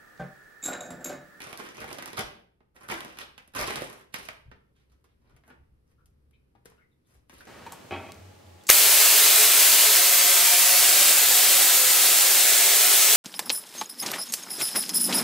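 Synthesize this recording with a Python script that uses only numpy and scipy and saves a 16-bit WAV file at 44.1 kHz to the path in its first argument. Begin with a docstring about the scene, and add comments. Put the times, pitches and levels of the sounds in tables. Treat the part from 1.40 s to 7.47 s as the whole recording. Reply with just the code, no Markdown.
"""A paper takeout bag is pushed, rummaged in and pressed flat on a dining table in a live room.
From the start, over faint room tone, its creases buckle in dense crackles and the table booms softly;
large creases snap singly and flat panels flip with hollow pops. After three seconds come only light
touches, small clicks and low bumps as someone shifts in a seat, and near the end a few faint
stick-slip squeaks. Two close microphone ports receive the direct sound and the room's echoes."""
import sys
import numpy as np
from scipy import signal
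from scipy.fft import rfft, irfft, next_fast_len
from scipy.io import wavfile
from scipy.ndimage import uniform_filter1d

SR = 44100
rng = np.random.default_rng(int(sys.argv[2]) if len(sys.argv) > 2 else 0)


def wrap_up_sound(samples):
    """Save the sound to the file named by the first command line argument, as 16-bit audio."""
    columns = np.atleast_2d(samples).T
    # keep every value between -1 and 1, then stretch to whole-number steps
    tamed = np.clip(columns, -1, 1)
    steps = np.round(tamed * 32767).astype(np.int16)
    wavfile.write(sys.argv[1], SR, steps)


N = 267687
TIME = np.arange(N) / SR
BODY_HZ, RASP_HZ, CRISP_HZ = 600, 2300, 5500  # edges between the four registers

# Levels in the tables are relative.
# room air and microphone hiss: frequency_hz, density_db
AIR_SPECTRUM = [(20, -11.5), (130, 2), (290, -4), (470, -8.5), (680, -21.5), (1200, -22.5), (3600, -32),
                (5200, -32.5), (7000, -38), (10500, -32), (13200, -35), (14500, -48.5)]
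# the background, a little lower while the paper is loud: time_s, gain_db
BACKGROUND_GAIN = [(0.0, -4), (1.3, -5.5), (3.2, -0.5)]
# strokes of a hand on paper: start_s, length_s, attack_s, level_db, easing_db, body_db, rasp_db, crisp_db
HAND_STROKES = [(0.0, 0.17, 0.00041, -41.5, 11.5, 0.5, -0.5, 0.5),
                (0.176, 0.14, 0.0048, -42, 7.5, 0.5, -1, 0), (0.335, 0.21, 0.03, -43.5, 4, 2, -0.5, -1),
                (0.554, 0.25, 0.011, -48.5, 0.5, 0.5, -4.5, -7),
                (0.763, 0.04, 0.0073, -29, 6.5, -2, 0.5, -1.5), (0.811, 0.21, .01, -46, 28, -0.5, 0, -15),
                (1.343, 0.26, 0.012, -52.5, -10, -4, -15.5, -4),
                (1.468, 0.066, 0.048, -31.5, 1.5, -2, -2, -2.5), (1.563, 0.25, 0.022, -51, 1.5, -1, 0, -3),
                (1.778, 0.041, 0.02, -44, -2.5, -5.5, 2, 0), (2.133, 0.098, 0.032, -31, 0, -4, -3, -1.5),
                (2.253, 0.17, 0.011, -35, 8, 1.5, 2.5, 1), (2.415, 0.2, 0.0073, -43, 14.5, -0.5, -3, 3),
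                (2.721, 0.14, 0.018, -50, 7, 3.5, 8, 8.5), (3.343, 0.08, 0.027, -74, 1, -13.5, 7, -1),
                (3.48, 0.057, 0.037, -70.5, 1.5, 0, -1.5, 2.5), (3.673, 0.047, 0.022, -74, 2, -8, 5, -21),
                (3.799, 0.17, 0.079, -67, 0.5, 6, -3, -7.5),
                (4.039, 0.058, 0.045, -55.5, -5, -2, -25, -4.5),
                (4.456, 0.067, 0.037, -75, 0.5, -1.5, -4, 4.5),
                (5.248, 0.052, .004, -62.5, 4.5, 4.5, -3.5, 3.5),
                (5.641, 0.13, 0.066, -68.5, 2, 2, -3.5, 7.5), (5.88, 0.17, 0.025, -63, -3, 6.5, 3.5, 7)]
# radiation of a buckling crease: frequency_hz, density_db
PAPER_SPECTRUM = [(40, -27.5), (100, -4.5), (200, 0.5), (350, 0), (700, -3), (1250, -0.9), (2400, -3.5),
                  (4200, -10.5), (5700, -11.5), (7200, -17.5), (10000, -15.5), (13000, -20.5),
                  (15000, -34.5), (16500, -43)]
# boom of the furniture: frequency_hz, density_db
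BOOM_SPECTRUM = [(20, -9.5), (40, -8.5), (56, 3.5), (70, 8), (88, -7), (135, -4), (190, -26.5), (400, -72)]
# low bumps of table and seat: start_s, level_db
FURNITURE_BUMPS = [(0.39, -55), (0.8, -50), (1.5, -56), (2.169, -44.5), (2.35, -54), (2.779, -59.5),
                   (3.036, -49.5), (3.479, -59), (3.899, -59.5), (4.16, -55.5), (4.28, -59), (5.725, -58.5),
                   (5.93, -58)]
# single crease snaps and light clicks: start_s, energy_db, body_db, crisp_db, ring_hz, flutter_decay_s
CREASE_SNAPS = [(0.0189, -18, -16, 6.5, 4200, 0.00063), (0.064, -16.5, -2.5, -14, 1470, 0.0044),
                (0.1156, -22, -5, -4.5, 1300, 0.0009), (0.1284, -11, 0.5, -0.5, 2500, .0012),
                (0.1744, -25.5, -1.5, 16.5, 4440, 0.00071), (0.198, -11.5, 5.5, -13.5, 1250, .0036),
                (0.378, -19, 0.5, -7.5, 925, 0.0031), (0.404, -19.5, -4.5, 2, 5120, 0.0013),
                (0.416, -12, -1, -7.5, 850, 0.0015), (0.442, -13, 0.5, -8.5, 790, 0.001),
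                (0.5045, -15, -2, 0.5, 2300, 0.0035), (0.513, -15.5, -9, -7.5, 3000, 0.001),
                (0.529, -24, -4, 17.5, 5080, 0.00083), (0.5843, -9, -1.5, -1.5, 578, .0046),
                (0.594, -24.5, 0, -4, 1650, 0.0017), (0.6239, -11.5, -7.5, 2.5, 1907, 0.002),
                (0.658, -13, -4, 8.5, 705, 0.0013), (0.6759, -15, -1, 4, 1184, 0.0038),
                (0.731, -14, -1, 1.5, 445, .0012), (0.773, -14, -5, 7, 1274, 0.0018),
                (0.7913, -7, -3.5, 9.5, 1296, 0.0019), (1.2046, -35.5, 9.5, -30, 930, 0.0023),
                (1.3633, -28.5, -6.5, 1, 2200, .003), (1.4871, -11, -1.5, -1, 1300, 0.00055),
                (1.4995, -6, -1.5, -3, 1347, 0.0024), (1.521, -9, 0, -4, 1912, .005),
                (1.6061, -13, -9, 3.5, 3280, 0.00034), (1.648, -17, 6, 4, 721, 0.00071),
                (1.7871, -11, -11, 3.5, 2956, 0.0011), (1.808, -19.5, -4.5, -2.5, 2040, 0.0015),
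                (1.9784, -17, -4, -1.5, 2883, 0.0037), (2.076, -35, 6, 6, 10500, 0.0053),
                (2.149, -11, 1, 6.5, 1220, 0.0045), (2.162, -7.5, -1.5, -4, 1050, 0.012),
                (2.2012, -11, -3.5, 8.5, 1500, .0008), (2.2118, -10, -6.5, 10.5, 3645, 0.0011),
                (2.232, -7.5, -5, 0, 2007, 0.0023), (2.2815, -7, -3, -7.5, 1100, 0.00099),
                (2.3061, -4.5, -8.5, -2, 2088, 0.00045), (2.3577, -7, 1.5, 3.5, 4000, 0.00041),
                (2.4198, -10, -1, -0.5, 450, 0.0014), (2.7418, -3.5, -3.5, 3.5, 2360, 0.0011),
                (2.8864, -7.5, -8, -2, 2330, 0.0012), (3.114, -20, 5, -17, 1650, 0.0056),
                (3.642, -36.5, 7.5, 4.5, 1040, 0.0089), (3.964, -39.5, 0.5, 9, 1506, 0.0054),
                (4.0362, -32, 0, -18, 1880, 0.0021), (4.102, -22.5, 4, -30, 1390, 0.017),
                (4.6574, -46, 1.5, 17.5, 3030, .007), (4.91, -46.5, -1.5, 0.5, 11000, .002),
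                (5.151, -34.5, 7.5, -24.5, 820, 0.013), (5.256, -24.5, 3.5, 9.5, 1600, 0.0041),
                (5.3187, -33, 5, -16, 920, .0011), (5.896, -25, 3.5, 2, 920, 0.002),
                (5.928, -31, -3, -9, 1090, .0014), (6.009, -26.5, -12, 1, 1580, 0.0032)]
# flat panels flipping over or being knocked: start_s, pitch_hz, level_db
PANEL_POPS = [(0.128, 570, -38), (0.416, 485, -36.5), (0.442, 803, -30.5), (0.513, 566, -34.5),
              (0.527, 400, -41), (0.658, 710, -40.5), (0.774, 1243, -29.5), (0.79, 204, -32.5),
              (0.792, 1126, -32), (1.5, 820, -35), (1.527, 1020, -33), (1.526, 343, -40), (2.152, 950, -35),
              (2.158, 279, -33), (2.222, 1170, -30), (2.225, 520, -34), (2.28, 367, -28.5),
              (2.42, 359, -37), (2.419, 540, -32), (2.886, 662, -38.5), (5.151, 795, -59),
              (5.256, 445, -43.5), (5.9, 1640, -50), (5.929, 378, -48.5), (6.006, 1524, -40)]
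# faint squeaks: start_s, length_s, start_hz, end_hz, level_db
SQUEAK_GLIDES = [(4.577, 0.055, 1328, 1340, -69.5), (4.927, 0.033, 2184, 2590, -68.5),
                 (4.928, 0.03, 2850, 3130, -76.5), (4.933, 0.038, 3700, 3820, -81),
                 (5.372, 0.045, 1365, 1558, -67), (5.375, 0.022, 2820, 2640, -74),
                 (5.386, 0.07, 2210, 1965, -68.5), (5.511, 0.027, 3680, 3740, -82.5),
                 (5.645, 0.025, 3630, 3770, -84)]
# where the sound is made: time_s, right_share (0 left, 1 right)
SOURCE_PLACE = [(3.2, 0.94), (3.6, 0.94), (4.1, 0.43), (4.6, 0.15), (5.2, 0.12), (5.9, 0.16), (6.02, 0.64)]
# lag of direct sound at the farther port: frequency_hz, phase_rad
FAR_PORT_LAG = [(0, 0), (200, .5), (650, 1.9), (1200, 1.9), (2500, 3.2), (4000, 6.3)]
# reverberation time of the room: frequency_hz, t60_s
ROOM_DECAY = [(100, 0.63), (400, 0.61), (1200, 0.43), (3000, 0.44), (7000, 0.33), (14000, 0.41)]
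# drive to the room, weaker for touches nearer the microphone: time_s, gain_db
ROOM_DRIVE = [(2.6, 3), (5.0, 1), (5.9, 3.5)]
# surviving part of the difference between the ports: frequency_hz, gain_db
PORT_WIDTH = [(60, -8), (140, -9), (280, -4), (500, 1.5), (2500, 2), (7000, -1), (9500, -1), (11500, -6),
              (14000, -6)]
# treble phase between the ports: frequency_hz, phase_rad
PORT_PHASE_SHIFT = [(4000, 0), (5300, -2.8), (7200, -3), (9200, -1.5), (11300, -.1)]


def amp(db):
    """Converts decibels to an amplitude ratio."""
    return 10 ** (np.asarray(db) / 20)


def unit_rms(x):
    """Normalises a signal to unit mean power."""
    return x / np.sqrt(np.mean(x ** 2) + 1e-20)


def curve(points, hz):
    """Interpolates a table on a logarithmic frequency axis."""
    table_hz, value = np.transpose(points)
    return np.interp(np.log(hz + 1), np.log(table_hz + 1), value)


def add(mix, start_s, sound):
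    """Superposition: a sound sums into the mix from start_s on."""
    part = mix[max(round(start_s * SR), 0):][:len(sound)]
    part += sound[:len(part)]


def filtered(x, response):
    """Linear filtering: the spectrum is multiplied by a frequency response."""
    size = next_fast_len(x.shape[-1] + 4096)
    return irfft(rfft(x, size) * response(np.fft.rfftfreq(size, 1 / SR)), size)[..., :x.shape[-1]]


def noise(spectrum, shape):
    """Spectral shaping: white noise takes on a tabulated spectrum."""
    return filtered(rng.standard_normal(shape), lambda hz: amp(curve(spectrum, hz)))


def steadied(x, span_s):
    """Division by the running rms flattens the envelope and keeps the fine structure."""
    size = max(int(span_s * SR), 2)
    power = uniform_filter1d(uniform_filter1d(x ** 2, size), size)
    return x / np.sqrt(abs(power) + 1e-4 * np.mean(x ** 2))


def registers(hz):
    """Complementary bands: the shares of body, middle, rasp and crisp treble sum to 1."""
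    below = [1 / (1 + (hz / edge) ** order) for edge, order in ((BODY_HZ, 4), (RASP_HZ, 4), (CRISP_HZ, 5))]
    return np.diff(below, axis=0, prepend=0, append=1)


def room_tone(level_db=-69):
    """Stationary noise of air and microphone, uncorrelated between the ports."""
    return amp(level_db) * unit_rms(noise(AIR_SPECTRUM, (2, N)))


def hand_effort(release_s=0.013):
    """Incoherent strokes add in power; each rises, drifts and lets go. Gives one gain per register."""
    power = np.zeros((4, N))
    for start_s, length_s, attack_s, db, easing_db, body_db, rasp_db, crisp_db in HAND_STROKES:
        age = TIME - start_s
        attack = np.clip(age / attack_s, 0, 1)
        hold = amp(db - easing_db * np.clip(age / length_s, 0, 1))
        release = np.exp(-np.maximum(age - length_s, 0) / release_s)
        power += (amp([[body_db], [0], [rasp_db], [crisp_db]]) * attack * hold * release) ** 2
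    return np.sqrt(power + 1e-14)


def crease(ring_hz, ring_db, flutter_s, flutter, body_db, crisp_db,
           spread_s=0.001786, ring_octaves=0.33, dulling=.25, size=2048):
    """Buckling: an impulse and a brief flutter excite a panel resonance, one row per row of ring_db."""
    t, hz = np.arange(size) / SR, np.fft.rfftfreq(size, 1 / SR)
    shake = rng.standard_normal(size) * np.exp(-t / flutter_s)
    shake *= flutter / np.linalg.norm(shake)
    shake[0] += rng.choice([-1, 1])
    force = rfft(shake)
    force /= np.sqrt(uniform_filter1d(abs(force) ** 2, size=15))  # broadband: the panel gives the colour
    resonance_db = ring_db * np.exp(-(np.log2((hz + 1) / ring_hz) / ring_octaves) ** 2)
    panel = amp(curve(PAPER_SPECTRUM, hz) + resonance_db)
    panel /= np.sqrt(np.mean(panel ** 2, axis=-1, keepdims=True))
    rasp_db = dulling * min(crisp_db, 0)  # a muffled crease loses some rasp too
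    colour = panel * (amp([body_db, 0, rasp_db, crisp_db]) @ registers(hz))
    log_gain = np.log(np.concatenate([colour, colour[..., -2:0:-1]], axis=-1))
    minimum_phase = np.exp(np.conj(signal.hilbert(log_gain)))[..., :len(hz)]
    delay_s = spread_s * np.sqrt(BODY_HZ / (hz + BODY_HZ / 2))  # bending waves arrive treble first
    return irfft(force * minimum_phase * np.exp(-2j * np.pi * np.cumsum(delay_s) * hz[1]))


def rustle(gains, per_s=280, crowding=.7, size_db=6.0, rub=0.11, light_db=13,
           ring_db=9.5, level_db=-1.85, jerk_db=0.5, panels=56):
    """Small creases buckle as a Poisson process whose rate grows with effort, over sliding friction."""
    work_db = 20 * np.log10(gains[1])
    rate = per_s * amp(crowding * np.maximum(work_db + 41.5, -5))
    sizes = amp(size_db * np.minimum(rng.exponential(1, N), 2.9))
    kicks = sizes * (rng.random(N) < rate / SR)
    panel = rng.integers(0, panels, N)  # each crease rings a panel of its own size
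    crackle = np.zeros(N)
    for k, ring_hz in enumerate(np.geomspace(330, 11000, panels)):
        body_db, crisp_db = rng.normal(0, 4.4, 2)
        grain = crease(ring_hz, ring_db, flutter_s=0.001, flutter=1.5, body_db=body_db, crisp_db=crisp_db)
        crackle += signal.oaconvolve(kicks * (panel == k), grain[:1024])[:N]
    sliding = unit_rms(noise(PAPER_SPECTRUM, N))
    brushing = amp(light_db * np.clip(-(work_db + 43.5) / 20, 0, 1))  # a lighter touch slides more
    paper = unit_rms(unit_rms(crackle) + rub * brushing * sliding)
    bands = np.array([band.std() * steadied(band, span_s=0.046) for band in filtered(paper, registers)])
    knots = N // 700  # paper catches and lets go in jerks of about 16 ms
    jerks = np.interp(TIME, np.linspace(0, TIME[-1], knots), rng.standard_normal(knots))
    return amp(level_db + jerk_db * jerks) * (gains * bands).sum(0)


def furniture_boom(work, background_db, push_db=-28, fidget_db=-67.5, swing_db=4, fidgets_per_s=4.9,
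                   rise_s=0.051, decay_s=0.042, side_db=-6):
    """Forced vibration: strokes on the bag, shifts of weight and single bumps drive table and seat."""
    swing = np.interp(TIME * fidgets_per_s, np.arange(N), rng.standard_normal(N))
    power = amp(fidget_db + swing_db * swing + background_db) ** 2 + (amp(push_db) * work) ** 2
    for start_s, db in FURNITURE_BUMPS:
        age = np.maximum(TIME - start_s, 0)
        power += (amp(db) * np.minimum(age / rise_s, np.exp((rise_s - age) / decay_s))) ** 2
    mid, side = noise(BOOM_SPECTRUM, (2, N))
    antiphase = amp(side_db) * unit_rms(side) * np.array([[1], [-1]])
    return np.sqrt(power) * (steadied(mid, span_s=0.031) + antiphase)


def snaps(level_db=-3.5, facing_ring_db=9.0, around_ring_db=3.0, flutter=2.0):
    """Directivity: a large crease gives way and its panel beams the ring forward. Gives (facing, around)."""
    facing, around = np.zeros((2, N))
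    ring_db = np.array([[facing_ring_db], [around_ring_db]])
    for start_s, db, body_db, crisp_db, ring_hz, flutter_s in CREASE_SNAPS:
        ahead, aside = amp(db + level_db) * crease(ring_hz, ring_db, flutter_s, flutter, body_db, crisp_db)
        add(facing, start_s, ahead)
        add(around, start_s, aside)
    return facing, around


def pops(rise_s=0.00071, body_decay_s=0.0057, stretch=0.068, roughness=0.54, size=4096):
    """Snap-through: a panel flips and rings as a damped oscillator, roughened by its creases."""
    out, t = np.zeros(N), np.arange(size) / SR
    for start_s, pitch_hz, db in PANEL_POPS:
        decay_s = body_decay_s * (BODY_HZ / pitch_hz) ** .25  # smaller, higher panels die sooner
        hz = pitch_hz * (1 + stretch * np.exp(-2 * t / decay_s))  # starts taut and sharp, then relaxes
        grit = unit_rms(uniform_filter1d(rng.standard_normal(size), size=30))
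        ring = np.sin(2 * np.pi * np.cumsum(hz) / SR) * (1 + roughness * grit)
        envelope = (1 - np.exp(-t / rise_s)) * np.exp(-t / decay_s)
        add(out, start_s, amp(db) * ring * envelope)
    return out


def squeaks(level_db=-3.0, waver=0.055):
    """Stick-slip friction: short gliding whistles, irregular in pitch and amplitude."""
    out = np.zeros(N)
    for start_s, length_s, start_hz, end_hz, db in SQUEAK_GLIDES:
        n = int(length_s * SR)
        slip, grip = unit_rms(uniform_filter1d(rng.standard_normal((2, n)), size=70))
        hz = np.linspace(start_hz, end_hz, n) * (1 + waver * slip)
        whistle = np.sin(2 * np.pi * np.cumsum(hz) / SR) * (1 + .5 * grip)
        add(out, start_s, amp(db + level_db) * unit_rms(whistle * signal.windows.tukey(n, .5)))
    return out


def direct_sound(x, level_db=-6.5, treble_db=2.5, shade_db=7.0):
    """Path difference and shading: the nearer port hears sooner and louder. 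Gives (far, near)."""
    def port(hz, side):
        shade = shade_db * curve([(100, 0.41), (500, 0.7), (4000, 0.69), (9000, 0.98)], hz)
        gain = amp(level_db + treble_db * registers(hz)[-1] + side * shade)
        return gain * np.exp(1j * min(side, 0) * curve(FAR_PORT_LAG, hz))
    return np.array([filtered(x, lambda hz: port(hz, side)) for side in (-1, 1)])


def room_response(early_s=0.01, early_db=4, late_s=.035):
    """Impulse response at each port: early reflections from table and walls, then an exponential tail."""
    def level(spectrum, bins):
        return np.sqrt(abs(uniform_filter1d(abs(spectrum) ** 2, size=bins)))
    t = np.arange(SR) / SR
    taps = rng.standard_normal((2, SR)) * (t > .002) * (1 + amp(early_db) * np.exp(-t / early_s))
    hz, age, frames = signal.stft(taps, SR, nperseg=256)
    decay = 1e-3 ** (age / curve(ROOM_DECAY, hz)[:, None])
    tail = signal.istft(frames * decay, SR, nperseg=256)[1][:, :SR]
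    # a diffuse field favours no pitch, so the early and late spectra are both evened out
    late = np.clip(t / late_s, 0, 1) ** 2
    parts = rfft(np.array([tail * (1 - late), tail * late]), 2 * SR)
    response = (parts * level(parts, bins=4000) / level(parts, bins=200)).sum(0)
    return irfft(response / level(response, bins=4000))[:, :SR]


def reverberation(x, wet_db=-0.66, treble_db=-3.0, patterns=6, patterns_per_s=17):
    """Room reverberation: echo patterns crossfade at a steady rate, keeping the tail smooth and diffuse."""
    cycle = patterns_per_s * TIME
    wet = 0
    for k in range(patterns):
        offset = abs((cycle - k + patterns / 2) % patterns - patterns / 2)
        share = np.cos(np.pi / 2 * np.minimum(offset, 1))
        wet = wet + signal.fftconvolve((x * share)[None], room_response(), axes=1)[:, :N]
    return filtered(wet, lambda hz: amp(wet_db + treble_db * registers(hz)[-1]))


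def scene():
    """Direct and diffuse fields sum: the bag lies to the right, the late clicks more to the left."""
    background_db = np.interp(TIME, *np.transpose(BACKGROUND_GAIN))
    air = amp(background_db) * room_tone()
    gains = hand_effort()
    paper = rustle(gains)
    boom = furniture_boom(gains[1], background_db)
    snaps_facing, snaps_around = snaps()
    hollow, whistles = pops(), squeaks()
    # snaps, pops and squeaks come from spots that face the microphone, so they sound drier
    near = paper + amp(4) * snaps_facing + amp(5) * hollow + amp(3) * whistles
    into_room = paper + amp(-0.8) * snaps_around + amp(-3) * (hollow + whistles)
    right = np.interp(TIME, *np.transpose(SOURCE_PLACE))
    placed = direct_sound(near * np.sqrt(right)) + direct_sound(near * np.sqrt(1 - right))[::-1]
    drive = amp(np.interp(TIME, *np.transpose(ROOM_DRIVE)))
    return placed + reverberation(drive * into_room) + boom + air


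def record(dry, edge_hz=15900):
    """Mid-side filtering: the port pair narrows bass and top treble, shifts phase and limits the band."""
    mid = dry.mean(0)
    side = filtered((dry[0] - dry[1]) / 2, lambda hz: amp(curve(PORT_WIDTH, hz)))
    left = filtered(mid + side, lambda hz: np.exp(.5j * curve(PORT_PHASE_SHIFT, hz)))
    right = filtered(mid - side, lambda hz: np.exp(-.5j * curve(PORT_PHASE_SHIFT, hz)))
    low_pass = signal.firwin(401, edge_hz, window=("kaiser", 9), fs=SR)
    return signal.oaconvolve(np.array([left, right]), low_pass[None], "same", axes=1)


dry = scene()
out = record(dry)
wrap_up_sound(out)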